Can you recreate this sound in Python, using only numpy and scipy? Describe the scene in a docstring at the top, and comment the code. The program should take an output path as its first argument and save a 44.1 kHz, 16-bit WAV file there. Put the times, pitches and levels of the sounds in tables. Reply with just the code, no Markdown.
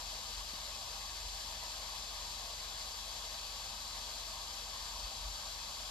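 """Air rushes and hisses close to a two-port microphone: a small computer on a desk runs its cooling fans.
Shaped noise makes the air, coloured by narrow case resonances and by echoes from desk and walls.
A soft whirr of narrow noise sits in it; under it, sine tones make the rotor hum, whose deep part
swells and dips, and resonant noise makes the desk rumble. A thin, swaying sine whines on top.
Two soft filtered blows, a knock and a thud, lie nearly lost in the airflow."""
import sys
import numpy as np
from scipy import signal
from scipy.fft import rfft, irfft
from scipy.io import wavfile

SR = 44100
rng = np.random.default_rng(int(sys.argv[2]) if len(sys.argv) > 2 else 0)


def waveform_to_disk(signal):
    """Save audio, clipped to [-1, 1], as 16-bit WAV at the path in sys.argv[1]."""
    frames = np.transpose(np.atleast_2d(signal))
    scaled = np.clip(frames, -1, 1) * 32767
    samples = np.round(scaled).astype(np.int16)
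    wavfile.write(sys.argv[1], SR, samples)


N = 260190
TIME = np.arange(N) / SR  # s
HZ = np.fft.rfftfreq(N, 1 / SR)

# All levels are those of the source, ahead of the microphone.
# low rush of the moving air, before the resonances: pitch_hz, left_db and right_db [dB per Hz]
AIR_RUSH = [(20.0, -87, -89), (45.0, -89, -88), (80.0, -82.5, -86), (151, -89.5, -90.5), (209, -89.5, -90),
            (324, -94, -97), (416, -92.5, -96.5), (633, -83, -86.5), (1163, -90.5, -85.5), (1403, -92, -93)]
# hiss of fins and grille, with treble notches of each port: pitch_hz, left_db and right_db [dB per Hz]
GRILLE_HISS = [(1577, -85, -87), (2126, -90.5, -94), (3240, -80, -92), (4560, -81, -89.5),
               (5360, -80.0, -91.5), (7020, -87.5, -88), (7900, -103, -88), (8720, -99.2, -88),
               (9040, -108.4, -93.5), (10880, -94, -95.5), (11400, -86.5, -110.6), (12180, -90.5, -107.4),
               (12800, -107.4, -108.8), (15700.0, -114.8, -114.6)]
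# resonances of the case and the space round it: pitch_hz, half_width_hz, left_lift_db, right_lift_db
CASE_RESONANCES = [(465, 28, 2.5, 1), (562, 12, 1.5, 0), (653, 75, 2, 1), (783, 16.5, 6, 4),
                   (831, 19, 6, 3), (912, 22, 7.5, 3.5), (957.7, 35, 10.5, 8.5), (1063, 28.5, 11, 7),
                   (1126, 33.4, 11, 4.5), (1214, 18, 9, 3.5), (1288, 44, 5, 5.5), (1448, 23, 5.5, -2),
                   (1695, 25, 3.5, 3.5), (2123, 79, 5, 3.5), (2380, 170, 0, 4.5), (2573, 23, 8.5, 7),
                   (2650, 19, -0.5, -14), (2970, 56, 0.5, 9), (3300, 20, 3, 8.5), (3426, 67, 3.5, 6),
                   (4036, 200, 5.5, 5), (4547, 240, 4.5, 11), (4860, 124, 3, 3), (5070, 170, 0.5, 4.5),
                   (5560, 94, 1.5, 7.5), (6230, 28, 5, 8), (6304, 28, 6.5, 4), (6400, 35, 8.5, 5),
                   (7324, 355, 5, 7.5)]
# likeness of the air noise at the two ports: pitch_hz, coherence [0-1]
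PORT_LIKENESS = [(45, 0.35), (150, 0.2), (340, 0.52), (600, 0.82), (1200, 0.6), (1350, 0.02), (1650, 0.64),
                 (2200, 0.4), (2950, 0.52), (4000, 0.82), (4800, 0.7), (5400, 0.28), (6800, 0.45),
                 (7200, 0.76), (7600, 0.5), (11500, 0.24), (15000, 0)]
# how far the left port leads the right: pitch_hz, lead_rad
PORT_LEAD = [(20, 0.1), (780, 0), (950, 0.6), (1300, -0.2), (1450, 2), (1900, 2), (2800, 0.86), (3300, 1.5),
             (3900, 0.5), (5100, 0.4), (6000, 3), (6750, 3.5), (7200, 8), (7450, 6), (7600, 8),
             (10000, 10.5), (11500, 13)]
# soft whirr in the fins: pitch_hz, width_hz, left_db, right_db [dB rms]
FIN_WHIRR = (4586, 60, -64, -64.5)
# speed of the slow rotor and tone of the fast one
SLOW_HZ, FAST_HZ = 22.74, 201.3
# tones of the slow rotor before swells and dips: multiple [of its speed], left_db, right_db
SLOW_TONES = [(1, -77, -78), (2, -55.7, -57.9), (3, -63.3, -62.3), (5, -71.5, -73.2), (11, -85.6, -89.3)]
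# tones of the fast rotor: multiple [of its tone], left_db, right_db
FAST_TONES = [(1, -77, -83), (4, -71, -70), (6, -71.5, -73.5)]
# faint tones set at their own pitch, before swells and dips: a drone beside the rotors, and the slow rotor's
# tenth tone sitting a little flat: pitch_hz, left_db, right_db
DRONE_TONES = [(54.7, -70.5, -70.5), (226.1, -76, -78.5)]
# swells of the deep hum: peak_s, lift_db, rise_s, fall_s
HUM_SWELLS = [(0.41, 5.5, .05, .03), (1.285, 7.5, 0.12, .07), (1.52, 3.5, .04, 0.04), (4.98, 6, .05, .035),
              (5.06, 11, 0.034, 0.024), (5.265, 11, 0.077, 0.09)]
# dips of the deep hum: centre_s, depth_db
HUM_DIPS = [(0.81, -11), (1.42, -3), (5.135, -10), (5.395, -11)]
DIP_HALF_S = 0.032
# deep resonance of the desk: pitch_hz, width_hz, left_db, right_db [dB rms]
DESK_RESONANCE = (42.0, 1.8, -67.5, -70.5)
# a light knock and a softer thud: start_s, peak_db, upper_edge_hz
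SOFT_KNOCKS = [(.536, -45.3, 260), (5.28, -49.5, 90)]


def gain_of(db):
    """Decibels to amplitude."""
    return 10 ** (np.asarray(db) / 20)


def evened(x):
    """Scales to rms 1."""
    return x / np.sqrt(np.mean(x ** 2) + 1e-20)


def in_both(left_db, right_db, x):
    """Sends one sound to both ports, each at its own level."""
    return np.outer(gain_of([left_db, right_db]), x)


def read(points):
    """Each column of a table, joined by straight lines on a log-frequency axis."""
    hz, *columns = np.transpose(sorted(map(tuple, points)))
    return np.array([np.interp(np.log(HZ + 1), np.log(hz + 1), column) for column in columns])


def white():
    """Spectrum of white noise with a power of 1 per Hz."""
    return rfft(rng.standard_normal(N)) * np.sqrt(SR / 2)


def drift(rate_hz):
    """Slow random motion of rms 1, fading out above the rate."""
    return evened(irfft(white() * (HZ > 0) / (1 + (HZ / rate_hz) ** 4), N))


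def bump(s, half_s):
    """A smooth rise and fall of height 1 around a moment."""
    return np.exp(-((TIME - s) / half_s) ** 2)


def airflow(flutter_db, flutter_hz, eddy_low_hz, eddy_high_hz, count):
    """Turbulence rings the case resonances; large eddies flutter in the low middle, the hiss stays even."""
    colour_db = read(list(AIR_RUSH) + list(GRILLE_HISS))
    for hz, half_width, left_db, right_db in CASE_RESONANCES:
        peak = np.exp(-((HZ - hz) / half_width) ** 2)
        colour_db = colour_db + np.outer([left_db, right_db], peak)
    # the ports share part of their noise, the right one with a phase lag
    same = np.clip(read(PORT_LIKENESS)[0], 0, 1)
    left = white()
    right = same * left + np.sqrt(1 - same ** 2) * white()
    right = right * np.exp(-1j * read(PORT_LEAD)[0])
    spectrum = np.array([left, right]) * gain_of(colour_db)
    air = irfft(spectrum, N)
    edges = np.geomspace(eddy_low_hz, eddy_high_hz, count + 1)
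    for low, high in zip(edges, edges[1:]):
        strength = evened(gain_of(flutter_db * drift(flutter_hz)))  # each eddy size has its own rhythm
        band = irfft(spectrum * (HZ >= low) * (HZ < high), N)
        air = air + band * (strength - 1)
    return air


def unsteady(x, depth_db, rate_hz):
    """The whole flow rises and falls very slightly."""
    return x * gain_of(depth_db * drift(rate_hz))


def reflections(x, wet_db, t60):
    """Echoes from desk and walls comb fine fixed ripples into the treble, different at each port."""
    tail = rng.standard_normal((2, N)) * gain_of(-60 * TIME / t60)
    tail /= np.linalg.norm(tail, axis=1, keepdims=True)
    wet = gain_of(wet_db) * HZ ** 2 / (HZ ** 2 + 1500 ** 2)  # little echo in the bass
    return irfft(rfft(x) * (1 + wet * rfft(tail)) / np.sqrt(1 + wet ** 2), N)


def whirr(sway_hz, sway_rate_hz, throb_db, throb_hz):
    """A half-formed whistle of air over the fins; its pitch sways and its strength comes and goes."""
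    hz, width_hz, left_db, right_db = FIN_WHIRR
    pitch_hz = hz + sway_hz * drift(sway_rate_hz)
    turn = np.exp(2j * np.pi * np.cumsum(pitch_hz) / SR)
    fuzz = drift(width_hz / 2) + 1j * drift(width_hz / 2)  # spreads the tone into a narrow band
    throb = gain_of(throb_db * drift(throb_hz))
    return in_both(left_db, right_db, evened((turn * fuzz).real * throb))


def rotors(wander, waver_db):
    """Tones of unbalance and passing blades; they share a slightly wandering speed."""
    clock = TIME + wander * np.cumsum(drift(2.4)) / SR  # wander is a share of the speed
    tones = list(DRONE_TONES)
    for speed_hz, orders in ((SLOW_HZ, SLOW_TONES), (FAST_HZ, FAST_TONES)):
        for multiple, left_db, right_db in orders:
            tones.append((multiple * speed_hz, left_db, right_db))
    out = np.zeros((2, N))
    for hz, left_db, right_db in tones:
        tone = np.sqrt(2) * np.sin(2 * np.pi * (hz * clock + rng.random()))
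        out += in_both(left_db, right_db, tone * gain_of(waver_db * drift(3.0)))
    return out


def swelling(x, corner_hz):
    """The deep part of the hum swells and dips briefly, each swell with its own rise and fall."""
    lift_db = np.zeros(N)
    for s, db, rise_s, fall_s in HUM_SWELLS:
        lift_db += db * bump(s, np.where(TIME < s, rise_s, fall_s))
    for s, db in HUM_DIPS:
        lift_db += db * bump(s, DIP_HALF_S)
    bass = irfft(rfft(x) / (1 + (HZ / corner_hz) ** 8), N)
    return x + bass * (gain_of(lift_db) - 1)


def rumble():
    """The running fans shake the desk, which booms unevenly at its deep resonance."""
    hz, width_hz, left_db, right_db = DESK_RESONANCE
    ring = 1j * HZ * width_hz / (hz ** 2 - HZ ** 2 + 1j * HZ * width_hz)
    boom = irfft(white() * ring / (1 + (HZ / 90) ** 4), N)
    return in_both(left_db, right_db, evened(boom))


def whine(hz, sway_hz, sway_rate_hz, left_db, right_db):
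    """A thin whine from the electronics, even in level and slightly unsteady in pitch."""
    pitch_hz = hz + sway_hz * drift(sway_rate_hz)
    tone = np.sin(2 * np.pi * np.cumsum(pitch_hz) / SR)
    return in_both(left_db, right_db, evened(tone))


def knock(s, peak_db, high_hz, low_hz, tail_db, t60):
    """One dull push with a faint, loose tail, nearly lost in the airflow."""
    age = TIME - s
    tail = rng.standard_normal(N) * (age > 0) * gain_of(-60 * abs(age) / t60)
    blow = signal.unit_impulse(N, round(s * SR)) + gain_of(tail_db) * tail / np.linalg.norm(tail)
    band = signal.butter(2, [low_hz, high_hz], "band", fs=SR, output="sos")
    dull = signal.sosfilt(band, blow)
    return gain_of(peak_db) * dull / abs(dull).max()


def scene():
    """Air, whirr, rotors and whine of the computer, the rumble of the desk, and two soft knocks."""
    air = airflow(flutter_db=1.35, flutter_hz=14, eddy_low_hz=280, eddy_high_hz=2300, count=6)
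    air = unsteady(air, depth_db=0.35, rate_hz=15.0)
    air = reflections(air, wet_db=-12.5, t60=0.25)
    fins = whirr(sway_hz=14, sway_rate_hz=4, throb_db=1.5, throb_hz=8)
    hum = swelling(rotors(wander=0.0006, waver_db=0.6), corner_hz=70)
    thin = whine(hz=13985, sway_hz=4, sway_rate_hz=20, left_db=-93, right_db=-85.0)
    taps = sum(knock(*row, low_hz=45, tail_db=-8, t60=0.15) for row in SOFT_KNOCKS)
    return air + fins + hum + rumble() + thin + taps


def record(dry):
    """The microphone sheds the deepest bass; a steep low-pass then ends the treble."""
    thinned = irfft(rfft(dry) * HZ ** 3 / np.hypot(HZ ** 3, 19 ** 3), N)
    low_pass = signal.firwin(1023, 15720, window=("kaiser", 9), fs=SR)  # edge in Hz
    return signal.oaconvolve(thinned, low_pass[None], "same")


dry = scene()
out = record(dry)
waveform_to_disk(out)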